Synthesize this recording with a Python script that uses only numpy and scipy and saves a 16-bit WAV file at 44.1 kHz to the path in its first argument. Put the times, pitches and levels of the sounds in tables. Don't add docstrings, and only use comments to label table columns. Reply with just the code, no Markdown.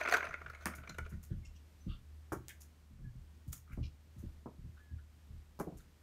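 import sys
import numpy as np
from scipy import signal
from scipy.fft import rfft, irfft, next_fast_len
from scipy.io import wavfile
from scipy.ndimage import map_coordinates

SR = 44100
rng = np.random.default_rng(int(sys.argv[2]) if len(sys.argv) > 2 else 0)


def materialize(psi):
    bounded = np.clip(np.atleast_2d(psi).T, -1, 1)
    quanta = np.round(bounded * 32767).astype(np.int16)
    wavfile.write(sys.argv[1], SR, quanta)


N = 265482

# (time [s], level [dB], hardness as mode tilt [dB/octave], joist sag on lowest mode [dB])
LANDINGS = [(0.274, -59, 2, -15), (0.449, -61, -4, -14), (0.779, -59, 6.5, -26), (0.889, -55, 4.5, -23),
            (0.989, -51.5, -2, -15), (1.121, -46, 2.5, -24), (1.307, -40.5, 1.5, -22),
            (1.439, -71, 0.5, -0.5), (1.864, -43, 3.5, -11), (2.359, -54.5, 0, -24), (2.904, -62, 2, -15),
            (2.989, -57, 2, -10), (3.037, -50, -2.5, -17.5), (3.139, -55, -3, -15),
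            (3.469, -48.5, -2.5, -14.5), (3.705, -50.5, -0.5, -10.5), (3.774, -45.5, 4.9, -19),
            (3.799, -45.5, 0.5, -19), (4.163, -54, -1, -25), (4.231, -49.5, 6, -14), (4.579, -58, 2.5, -10),
            (4.639, -52.5, 0.5, -28), (4.911, -50.5, -4, -25.5), (5.292, -57.5, -1.3, -9.5),
            (5.339, -62, 0, -5.5), (5.735, -61.5, 4, -8)]
# (frequency [Hz], level [dB])
BOARD_MODES = [(40, 15.5), (76, 4), (120, 3), (163, -3.5), (205, -8), (255, -11), (320, -15), (400, -27),
               (560, -30.5)]
# (time [s], level [dB], crispness [dB], low-pass [Hz])
TOY_SLAPS = [(0.658, -38, 1.5, 3200), (2.3205, -33, -7, 2185), (3.774, -47, -13.5, 1250),
             (4.459, -38, -12.5, 1350), (5.59, -45.5, -10.5, 1810), (5.6, -32.5, -11, 2120),
             (5.67, -37, -30, 985), (5.72, -46, -30, 700)]
# (frequency [Hz], density [dB])
KNOCK_SPECTRUM = [(60, -11.5), (120, 2.5), (330, 2), (480, -3), (850, -7.5), (1100, -4.5), (2200, -15.5),
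                  (5000, -15.5)]
# (delay [s], gain [dB])
SLAP_ECHOES = [(.007, -5), (.012, -5)]
# (time [s], level [dB])
FEATHER_RUSTLES = [(.661, -43.5), (.748, -53), (1.089, -63), (1.225, -57.5), (2.322, -49), (2.484, -53.5),
                   (2.603, -55.5), (3.471, -64), (3.519, -46), (3.528, -39), (3.553, -57.5), (3.715, -66.5),
                   (4.18, -64), (5.591, -52.5), (5.767, -60.5)]
# (time [s], peak [dB], high-pass [Hz])
QUILL_TICKS = [(0.6572, -21, 600), (1.2505, -46, 3000), (2.322, -40.5, 3000), (2.4833, -32, 1500),
               (2.6189, -42, 4500), (3.4805, -53, 4000), (3.5295, -29.5, 4000), (3.5544, -47, 4000),
               (5.592, -46, 1500), (5.5992, -38.5, 1500), (5.6154, -40, 1500)]
# (frequency [Hz], density [dB])
FEATHER_SPECTRUM = [(2060, -22.5), (3500, -25), (3990, -26.5), (6770, -12), (8060, -19), (9130, -16),
                    (14000, -16), (15500, -23.5)]
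# (time [s], level [dB], main band [Hz], length [ms], wide band re main [dB], wide band [Hz])
CLAW_SCUFFS = [(1.047, -58, 2630, 9.1, -6, 3500), (1.119, -61, 1980, 17, -8, 3500),
               (1.301, -59.5, 1600, 20, -10, 3500), (1.448, -59.5, 2750, 16, 2.5, 5900),
               (1.549, -63, 2900, 20, -0.5, 5500), (1.88, -57, 1300, 45, 3, 3300),
               (2.484, -51, 1650, 20, 0, 2700), (3.524, -56, 1300, 12, -2.5, 2860),
               (3.66, -62, 1250, 57, -8, 1900), (3.712, -55, 2350, 20, -4, 1500),
               (3.826, -56, 2700, 28, -1, 4700), (4.766, -58.5, 1390, 18, -13, 3000),
               (4.979, -60, 1466, 14.5, -15, 3200), (5.786, -64, 1440, 19, -6, 3600)]
# (time [s], ring peak [dB], edge re ring [dB])
SHELL_SNAPS = [(0.0125, -26, -27), (0.0354, -40, -1.5), (0.051, -27, -25), (0.059, -28, -30),
               (0.0754, -25.5, -20), (0.0869, -25, -12), (0.0964, -29.5, -3), (0.1124, -29, -8.5),
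               (0.1236, -17.5, -10.5), (0.1388, -18.5, -12), (0.1454, -19.5, -12.5), (0.168, -27, -4.5),
               (0.183, -31, -25), (0.2057, -28.5, -27), (0.2284, -28.5, -24), (0.2424, -32.5, -18),
               (0.252, -36, -12), (0.2887, -43.5, -10.5), (0.3087, -38, -18), (0.331, -39, -20),
               (0.3404, -29, -19), (0.414, -39.5, -31.5), (0.4625, -37, -33.5), (0.4994, -38, -13),
               (0.5483, -42, -13), (0.7397, -47, -19), (0.8355, -45.5, -28), (0.8749, -40, -14),
               (0.8946, -40, 0.5), (0.946, -47, -10), (0.9847, -33, -10), (1.0625, -43.5, -15)]
# (time [s], level [dB])
SHELL_STRAIN = [(0, -38), (.04, -47.5), (.1, -41.5), (.16, -41.5), (.24, -47), (.28, -52.5), (.4, -59.5),
                (.6, -59), (.7, -55), (.9, -60.5), (1.25, -78)]
# (frequency [Hz], width [Hz], level [dB])
SHELL_MODES = [(385, 150, -9), (659, 70, -1), (1046, 400, -8), (1459, 180, 5), (2080, 338, -2),
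               (2317, 300, -1)]
# (frequency [Hz], density [dB])
EDGE_SPECTRUM = [(2000, -29), (3000, -4.5), (4300, -2.5), (5200, -8.5), (6300, -2), (7400, -14),
                 (10500, -15), (15000, -19)]
# (time [s], length [s], top pitch [Hz], level [dB], pitch lost by the end [fraction])
FAINT_SQUEAKS = [(1.12, .05, 1900, -68, .01), (1.43, .045, 2150, -70, .01), (1.8, .06, 6050, -72, .002),
                 (3.03, .08, 1705, -74, .07), (4.795, .165, 1715, -69.5, .07)]
# (frequency [Hz], T60 [s])
ROOM_DECAY = [(100, .35), (500, 0.23), (2000, .22), (10000, 0.2)]
# (time [s], level [dB])
HUM_LEVELS = [(0, -56), (1, -52), (2.5, -54.5), (2.75, -61.5), (3.1, -57), (5, -57), (6.02, -63)]
# (frequency [Hz], density [dB])
AIR_SPECTRUM = [(20, -31.5), (45, -4), (80, -10.5), (130, -13), (210, -16), (450, -25.5), (800, -29.5),
                (1500, -30.5), (4500, -36.5), (9000, -40), (10400, -44), (12500, -40), (15500, -47.5)]

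CONTACT_S, LINGER_S_PER_DB, HARD_LANDING_DB = .054, .0004, -39.5
RUMBLE_DB, RUMBLE_T60_S = -11, .56
THUMP_T60_S, KNOCK_T60_S = .11, .088
BLOW_CYCLE_MS, BLOW_DB = .7, 12
WHIP_MS, SWISH_MS_PER_DB, WHIP_DB = 10, .93, -42
TONE_PEAK_FRACTION, TONE_FALL_DB = .3, 9
HUM_HZ, HISS_DB, BAND_LIMIT_HZ = 75.3, -73.4, 15640


def amp(db):
    return 10 ** (np.asarray(db) / 20)


def unit(x):
    return x / np.sqrt(np.mean(x ** 2) + 1e-20)


def unit_peak(x):
    return x / np.max(np.abs(x))


def along(points, hz):
    f, v = np.transpose(points)
    return np.interp(np.log(hz + 1), np.log(f + 1), v)


def spectrum(points):
    return lambda f: amp(along(points, f))


def curve(rows):
    return np.interp(np.arange(N) / SR, *np.transpose(rows))


def wobble(rate_hz):
    knots = rng.standard_normal(int(N * rate_hz / SR) + 4)
    return map_coordinates(knots, [np.arange(N) * rate_hz / SR])


def filtered(x, response):
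    size = next_fast_len(len(x) + 8192)
    return irfft(rfft(x, size) * response(np.fft.rfftfreq(size, 1 / SR)), size)[:len(x)]


def noise(response, size=N):
    return unit(filtered(rng.standard_normal(size), response))


def grains(spread_db, clump_db, size=SR // 5):
    clumps = np.repeat(rng.standard_normal(size // 100 + 1), 100)[:size]
    return rng.standard_normal(size) * amp(spread_db * rng.standard_normal(size) + clump_db * clumps)


def lumpy(width_hz, depth_db):
    knots = rng.standard_normal(400)
    return lambda f: amp(depth_db * np.interp(f / width_hz, np.arange(len(knots)), knots))


def add(track, start_s, sound):
    part = track[max(round(start_s * SR), 0):][:len(sound)]
    part += sound[:len(part)]


def burst(rise_s, t60_s, size=SR // 3):
    t = np.arange(size) / SR
    return (1 - np.exp(-t / rise_s)) * amp(-60 * t / t60_s)


def swell(length_ms, size=SR // 5):
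    age = np.arange(size) * 1000 / SR / length_ms
    return (1 - np.exp(-(age / .27) ** 2)) * np.exp(-age ** 1.1)


def paws():
    out, t = np.zeros(N), np.arange(SR // 3) / SR
    for start_s, db, tilt_db, sag_db in LANDINGS:
        thud = np.zeros(len(t))
        contact_s = CONTACT_S + LINGER_S_PER_DB * (HARD_LANDING_DB - db)
        for k, (hz, mode_db) in enumerate(BOARD_MODES):
            fade_s = contact_s * (100 / hz) ** .4
            shape = (1 - np.exp(-(t * hz / 1.23) ** 2)) * np.exp(-(t / fade_s) ** 3.2)
            waver = 1 + .55 * np.sin(2 * np.pi * (rng.uniform(20.3, 41) * t + rng.random()))
            tone = np.sin(2 * np.pi * (hz * rng.normal(1, .035) * t + rng.random()))
            strength_db = mode_db + (tilt_db * np.log2(hz / 120) if k else sag_db)
            thud += amp(strength_db) * unit_peak(shape) * waver * tone
        add(out, start_s - .005, amp(db) * thud)
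    return out


def board_rumble():
    weight, boards = np.zeros(N), spectrum(BOARD_MODES[1:])
    for start_s, db, *_ in LANDINGS:
        add(weight, start_s, amp(db + RUMBLE_DB) * burst(.025, RUMBLE_T60_S, size=SR // 2))
    return weight * amp(4 * wobble(25)) * noise(lambda f: boards(f) * (f > 60) * (f < 700))


def toy_slaps():
    out, body = np.zeros(N), spectrum(KNOCK_SPECTRUM)
    t_ms = np.arange(SR // 100) * 1000 / SR
    for start_s, db, crisp_db, top_hz in TOY_SLAPS:
        low = noise(lambda f: body(f) / (1 + (f / 700) ** 4), SR // 3)
        high = noise(lambda f: body(f) / (1 + (700 / (f + 1)) ** 4) / (1 + (f / top_hz) ** 8), SR // 3)
        thump = low * burst(.0021, THUMP_T60_S)
        knock = amp(crisp_db) * high * burst(.003, KNOCK_T60_S)
        add(out, start_s, amp(db) * (thump + knock))
        cycles = t_ms / BLOW_CYCLE_MS * top_hz / 3000
        blow = np.sin(2 * np.pi * cycles) * np.sin(np.pi * np.clip(cycles / 1.5, 0, 1))
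        for delay_s, echo_db in [(0, 0)] + SLAP_ECHOES:
            add(out, start_s + delay_s, amp(db + crisp_db + BLOW_DB + echo_db) * blow)
    return out


def feathers():
    out, colour = np.zeros(N), spectrum(FEATHER_SPECTRUM)
    for start_s, db in FEATHER_RUSTLES:
        length_ms = WHIP_MS + SWISH_MS_PER_DB * (WHIP_DB - db)
        barbs = unit(filtered(grains(spread_db=4, clump_db=3), colour))
        add(out, start_s, amp(db) * barbs * swell(length_ms))
    for start_s, db, cut_hz in QUILL_TICKS:
        band = lambda f: np.sqrt(colour(f)) / (1 + (cut_hz / (f + 1)) ** 2) / (1 + f / 9000)
        tick = noise(band, SR // 50) * burst(.0001, .002, size=SR // 50)
        add(out, start_s, amp(db) * unit_peak(tick))
    return out


def claw_scuffs():
    out = np.zeros(N)
    hump = lambda f, hz, width: np.exp(-(np.log((f + 1) / hz) / width) ** 2)
    for start_s, db, main_hz, length_ms, wide_db, wide_hz in CLAW_SCUFFS:
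        fibres = grains(spread_db=5, clump_db=3.5)
        ripple = lumpy(width_hz=130, depth_db=5)
        main = unit(filtered(fibres, lambda f: hump(f, main_hz, .17) * ripple(f)))
        wide = unit(filtered(fibres, lambda f: hump(f, wide_hz, .3) * ripple(f)))
        age = np.arange(len(fibres)) * 1000 / SR / length_ms
        add(out, start_s, amp(db) * (main + amp(wide_db) * wide) * age * np.exp(-age ** 1.7))
    return out


def shell_ring(x, modes):
    def response(f):
        peaks = sum((-1) ** k * amp(db) * 1j * f * width_hz / (hz * hz - f * f + 1j * f * width_hz)
                    for k, (hz, width_hz, db) in enumerate(modes))
        return peaks / (1 + 1j * f / 4000) ** 2
    return filtered(x, response)


def shell_crackle():
    out, crisp, size = np.zeros(N), spectrum(EDGE_SPECTRUM), SR // 20
    for start_s, db, edge_db in SHELL_SNAPS:
        slip = rng.standard_normal((2, size)) * amp(4.1 * rng.standard_normal(size))
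        slip *= swell(length_ms=5.56, size=size)
        modes = [(hz * rng.normal(1, .04), width_hz, mode_db + rng.normal(0, 3))
                 for hz, width_hz, mode_db in SHELL_MODES]
        ripple = lumpy(width_hz=350, depth_db=6)
        ring = unit_peak(shell_ring(slip[0], modes))
        edge = unit_peak(filtered(slip[1], lambda f: crisp(f) * ripple(f)))
        add(out, start_s - .002, amp(db) * (ring + amp(edge_db) * edge))
    grit = amp(4 * wobble(200) + 4.5 * wobble(45)) * rng.standard_normal((2, N))
    patter = unit(shell_ring(grit[0], SHELL_MODES))
    patter += amp(-18) * unit(filtered(grit[1] * amp(5 * wobble(30)), crisp))
    strained = np.arange(N) / SR < SHELL_STRAIN[-1][0]
    return out + strained * amp(curve(SHELL_STRAIN)) * patter


def thin_tones():
    out, t = np.zeros(N), np.arange(N) / SR
    for start_s, length_s, top_hz, db, drop in FAINT_SQUEAKS:
        progress = np.clip((t - start_s) / length_s, 0, 1)
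        fall = ((progress - TONE_PEAK_FRACTION) / (1 - TONE_PEAK_FRACTION)) ** 2
        fade = np.clip(np.minimum(progress, 1 - progress) * length_s / .01, 0, 1)
        level_db = db - TONE_FALL_DB * fall + 4 * wobble(50)
        pitch_hz = top_hz * (1 - drop * fall) + 22 * wobble(300)
        out += fade * amp(level_db) * np.sin(2 * np.pi * np.cumsum(pitch_hz) / SR)
    return out


def room(x):
    hop = SR // 3
    out = np.zeros(N + hop)
    x = np.pad(x, (hop, 0))
    for start in range(0, N + hop, hop):
        hz, t, bins = signal.stft(rng.standard_normal(SR // 2), SR, nperseg=512)
        decay = amp(-60 * t / along(ROOM_DECAY, hz)[:, None])
        tail = signal.istft(bins * decay, SR, nperseg=512)[1]
        part = x[start:start + 2 * hop]
        window = np.sin(np.pi * np.arange(len(part)) / (2 * hop))
        add(out, start / SR + .006, signal.fftconvolve(part * window, tail / np.linalg.norm(tail)))
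    return out[hop:]


def hum():
    level_db = curve(HUM_LEVELS) + 2.6 * wobble(8)
    pitch_hz = HUM_HZ + 1.3 * wobble(13)
    return amp(level_db) * np.sin(2 * np.pi * np.cumsum(pitch_hz) / SR)


def hiss():
    air = noise(spectrum(AIR_SPECTRUM))
    air /= np.std(filtered(air, lambda f: f > 500))
    drift_db = .6 * wobble(5) + .5 * wobble(1)
    return amp(HISS_DB + drift_db) * air


def scene():
    play = paws() + board_rumble() + toy_slaps() + feathers() + claw_scuffs() + thin_tones()
    near = shell_crackle()
    reverb = room(amp(-7.5) * play + amp(-9.5) * near)
    return (play + near + reverb + hum() + hiss())[None]


def record(dry):
    return filtered(dry[0], lambda hz: hz < BAND_LIMIT_HZ)[None]


dry = scene()
out = record(dry)
materialize(out)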